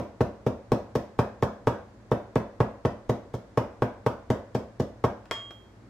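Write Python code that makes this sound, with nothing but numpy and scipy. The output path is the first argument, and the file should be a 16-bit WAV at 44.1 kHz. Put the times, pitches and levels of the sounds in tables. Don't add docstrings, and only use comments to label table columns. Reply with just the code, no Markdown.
import sys
import numpy as np
from scipy import signal
from scipy.fft import rfft, irfft, next_fast_len
from scipy.io import wavfile

SR = 44100
rng = np.random.default_rng(int(sys.argv[2]) if len(sys.argv) > 2 else 0)


def wrap_up_sound(samples):
    columns = np.atleast_2d(samples).T
    tamed = np.clip(columns, -1, 1)
    steps = np.round(tamed * 32767).astype(np.int16)
    wavfile.write(sys.argv[1], SR, steps)


N = 259772
LEAD = SR // 10
SIZE = N + LEAD
RING = np.arange(int(.7 * SR)) / SR
PING_HZ = 3239

# (time [s], force [dB], contact hardness [dB at 1 kHz], crunch [dB])
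BLOWS = [(-0.03, 0.5, -4, 1), (0.2073, 1.5, -3.5, -1.5), (0.4653, 1.6, -7.5, -2.7), (0.719, 2, -2, 3.5),
         (0.9543, -1.4, -2, 1), (1.1901, -0.44, 5, 4), (1.4259, -0.95, 4, 1), (1.6715, 0.6, 3, 2.1),
         (2.1164, 0.05, 1.5, 0), (2.358, 0.04, 0.1, 1.5), (2.604, -0.24, 3.5, 0), (2.8509, -1.5, 0.8, -2),
         (3.0947, 0.1, -3, -2), (3.3399, -10.5, -2, -3.5), (3.575, 0, 3, 2.5), (3.8217, -0.7, 1.5, -1),
         (4.064, -2.5, 5.3, 0), (4.3026, -0.4, -1, 2.5), (4.55, -2.5, -3, -0.7), (4.7996, -2.5, -7, -1.5),
         (5.041, -1.16, 5.5, 2)]


def undb(db):
    return 10 ** (np.asarray(db) / 20)


def decay(seconds, t60):
    return np.exp(-np.log(1000) * seconds / t60)


def add(track, s, sound):
    start = int(round(s * SR)) + LEAD
    track[start:start + len(sound)] += sound[:SIZE - start]


def shape(x, gain):
    size = next_fast_len(x.shape[-1] + 2048)
    hz = np.maximum(np.arange(size // 2 + 1) * SR / size, 1)
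    return irfft(rfft(x, size) * gain(hz), size)[..., :x.shape[-1]]


def colour(x, points):
    at, db = np.transpose(points)[:2]
    return shape(x, lambda hz: undb(np.interp(np.log(hz), np.log(at), db)))


def modes(table):
    return sum((-1) ** (k + 1) * undb(db) * decay(RING, t60) * np.sin(2 * np.pi * hz * RING)
               for k, (hz, db, t60) in enumerate(table))


def wash(noise, table):
    at, _, t60s = np.transpose(table)
    noise = colour(noise, table)
    bands = (shape(noise, lambda hz: np.interp(np.log(hz), np.log(at), pick))
             for pick in np.eye(len(at)))
    return sum(band * decay(RING, t60) for band, t60 in zip(bands, t60s))


def diffuse(size, wide_hz, apart=0.11):
    mid, side = rng.standard_normal((2, size))
    side = shape(side, lambda hz: np.minimum(apart + hz / np.hypot(hz, wide_hz), 1))
    return np.array([mid + side, mid - side])


def garlic(sink_s=0.0028, touch_db=-9, t60=0.074, spread_db=2.5, gain_db=-39.0):
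    # (frequency [Hz], level [dB])
    tearing = [(800, -34), (2000, -8), (3300, 5), (4200, -1.5), (5700, 1.5), (8000, -8.5), (10500, -14),
               (13500, -10.5), (16000, -20)]
    track = np.zeros(SIZE)
    squeeze = np.where(RING < sink_s, undb(touch_db), decay(RING - sink_s, t60))
    for s, _, _, crunch_db in BLOWS:
        bursts = rng.standard_normal(len(RING)) * (rng.random(len(RING)) < .06)
        bursts *= undb(spread_db * np.minimum(rng.exponential(size=len(RING)), 5))
        add(track, s - sink_s, undb(gain_db + crunch_db) * squeeze * bursts / bursts.std())
    return colour(track, tearing)


def countertop(knee_hz=1050, spot_db=1.25):
    # (frequency [Hz], level [dB], t60 [s])
    panel_modes = [(118.5, -16, 0.12), (163.3, -17.5, 0.048), (179.3, -38, 0.34), (245, -20, 0.06),
                   (252.3, -16, 0.08), (323, -30, 0.12), (335, -16.5, 0.025), (394.3, -18, 0.078),
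                   (393, -17, 0.06), (450, -17, 0.051), (480, -41.5, 0.55), (480.6, -20, 0.078),
                   (518.4, -33.5, 0.18), (592, -15, 0.013), (557.5, -41.5, 0.19), (602, -29, 0.088),
                   (623, -28.5, 0.13), (670, -34, 0.057), (683.5, -17.5, 0.033), (821, -20, 0.022),
                   (824, -46.5, 0.028), (866, -18.5, 0.0086), (947.5, -32, 0.15), (1083, -15, 0.036),
                   (1088.3, -12.5, 0.02), (1210, -48.5, 0.19), (1298, -32, 0.039)]
    # (frequency [Hz], level [dB], t60 [s])
    room_modes = [(57.5, -36, 0.19), (79.3, -36, 0.29), (117.2, -55, 0.19), (211.2, -31, 0.38)]
    # (frequency [Hz], level [dB])
    thud_spectrum = [(40, 17), (120, 35), (250, 28), (450, 30), (650, 22.5), (1100, 13.5), (1400, 10),
                     (2200, -9), (4000, -50)]
    near, around = np.zeros((2, SIZE))
    margin = SR // 100
    impulse = 1. * (np.arange(margin + len(RING)) == margin)
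    thud = colour(impulse, thud_spectrum)
    boom = modes(room_modes)
    for s, force_db, hard_db, _ in BLOWS:
        panel = modes([(hz, db + spot_db * rng.standard_normal(), t60) for hz, db, t60 in panel_modes])
        contact = lambda hz: undb(force_db + hard_db * (np.minimum(hz, knee_hz) / 1000) ** 2)
        add(near, s - margin / SR, shape(np.pad(panel + boom, (margin, 0)), contact))
        add(around, s - margin / SR, shape(thud, contact))
    return near, around


def plate(metal_db=1, spot_db=3):
    # (frequency [Hz], level [dB], t60 [s])
    paper_bands = [(670, -32, 0.11), (980, -16, 0.42), (1330, -17.5, 0.11), (1565, -11.5, 0.065),
                   (2060, -16, 0.043), (2700, -24.5, 0.077), (4140, -32.5, 0.041), (5500, -52, 0.053),
                   (9400, -49, 0.12), (15000, -77, .08)]
    # (frequency [Hz], level [dB], t60 [s])
    gripped_modes = [(4920, -61.5, .22), (6160, -82, .15), (13023, -64, 0.15), (13800, -74, 0.17)]
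    track = np.zeros(SIZE)
    for s, force_db, hard_db, _ in BLOWS:
        slap_db = -6 + 1.42 * force_db + 0.51 * hard_db
        metal = modes([(hz, db + metal_db + spot_db * rng.standard_normal(), t60)
                       for hz, db, t60 in gripped_modes])
        paper = wash(rng.standard_normal(len(RING)), paper_bands)
        add(track, s, undb(slap_db) * (paper + metal))
    return track


def clutter(x, gain_db=-26, t60=0.074, wide_hz=2000):
    scatter = rng.standard_normal(len(RING)) * undb(gain_db) * decay(RING, t60)
    treble = shape(scatter, lambda hz: hz ** 2 / (hz ** 2 + wide_hz ** 2))
    side = signal.fftconvolve(x, treble)[:SIZE]
    return np.array([side, -side])


def kitchen(x, build_s=0.0047, path_count=4):
    # (frequency [Hz], level [dB], t60 [s])
    reverb_bands = [(60, -35, 0.45), (128, -42, 0.17), (253, -36.5, 0.34), (440, -41, 0.36),
                    (557, -35, 0.43), (1090, -38.5, 0.41), (2140, -36.5, 0.41), (5530, -35, 0.35),
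                    (8900, -33.5, 0.26), (15000, -38, 0.34)]
    shares = shape(rng.standard_normal((path_count, SIZE)), lambda hz: np.exp(-(hz / 2) ** 2))
    shares /= np.sqrt(np.sum(shares ** 2, axis=0))
    build_up = 1 - np.exp(-(RING / build_s) ** 2)
    reflections = 0
    for share in shares:
        response = wash(diffuse(len(RING), wide_hz=2310), reverb_bands) * build_up
        reflections += signal.fftconvolve((share * x)[None], response, axes=1)[:, :SIZE]
    return reflections


def room_tone(air_db=-52.5, hum_hz=114, hum_db=-59, waver=0.22):
    # (frequency [Hz], relative density [dB])
    air_spectrum = [(18, -55), (30, -32), (59, -7.5), (79, -29), (95, -7.5), (118, -12), (149, -23),
                    (204, -14), (740, -26), (1760, -35), (3060, -47), (3310, -46.5), (4420, -47),
                    (7270, -51), (16000, -71)]
    air = colour(diffuse(N, wide_hz=1700), air_spectrum)
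    drift = shape(rng.standard_normal(N), lambda hz: np.exp(-hz / 3))
    hum = np.sqrt(2) * np.sin(2 * np.pi * hum_hz * np.arange(N) / SR)
    hum *= 1 + waver * drift / drift.std()
    return undb(air_db) * air / air.std() + undb(hum_db) * hum


def set_down(resting_t60_s=1):
    # (time [s], clack [dB], head ring [dB], handle ring [dB])
    touches = [(5.256, -26, -41, -28), (5.3111, -0.5, 0.5, -12), (5.5072, -18.5, -33, -7)]
    # (frequency [Hz], level [dB], t60 [s])
    clack_bands = [(100, -26, 0.086), (415, -10, 0.061), (900, -12, 0.07), (2220, -10.5, 0.021),
                   (2760, -24.5, 0.039), (4500, -23.5, 0.021), (8350, -32.5, 0.019), (14900, -76, 0.033)]
    # (frequency [Hz], level [dB], t60 [s])
    head_modes = [(1082, -43.5, 0.67), (1152, -43.5, 0.61), (1790, -40.5, 0.19), (PING_HZ, -36, 0.86),
                  (5120, -50, 0.12), (6724, -61, 0.54), (7100, -60, 0.5), (7741, -64, .45),
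                  (8166, -58, 0.26), (11600, -56, .1), (12800, -62, .1), (14600, -63, .12)]
    # (frequency [Hz], level [dB], t60 [s])
    handle_modes = [(7192, -66, 0.63), (12300, -69, 0.89)]
    clacks, pings = np.zeros((2, SIZE))
    head, handle = modes(head_modes), modes(handle_modes)
    handle_down_s = touches[-1][0]
    for s, clack_db, head_db, handle_db in touches:
        damping = decay(np.maximum(s + RING - handle_down_s, 0), resting_t60_s)
        add(clacks, s, undb(clack_db) * wash(rng.standard_normal(len(RING)), clack_bands))
        add(pings, s, undb(head_db) * head * damping + undb(handle_db) * handle)
    return clacks, pings


def scene(ping_room_db=-3):
    near, around = countertop()
    clacks, pings = set_down()
    contacts = plate() + garlic() + clacks
    direct = np.array([near, np.r_[0, near[:-1]]]) + contacts + pings
    bright = contacts + undb(ping_room_db) * pings
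    reflected = clutter(near + bright) + kitchen(around + bright)
    return (direct + reflected)[:, LEAD:] + room_tone()


def record(dry, low_hz=38, top_hz=16200):
    thinned = shape(dry, lambda hz: 1 / np.sqrt(1 + (low_hz / hz) ** 8))
    return signal.sosfilt(signal.ellip(8, .2, 70, top_hz, fs=SR, output="sos"), thinned)


dry = scene()
out = record(dry)
wrap_up_sound(out)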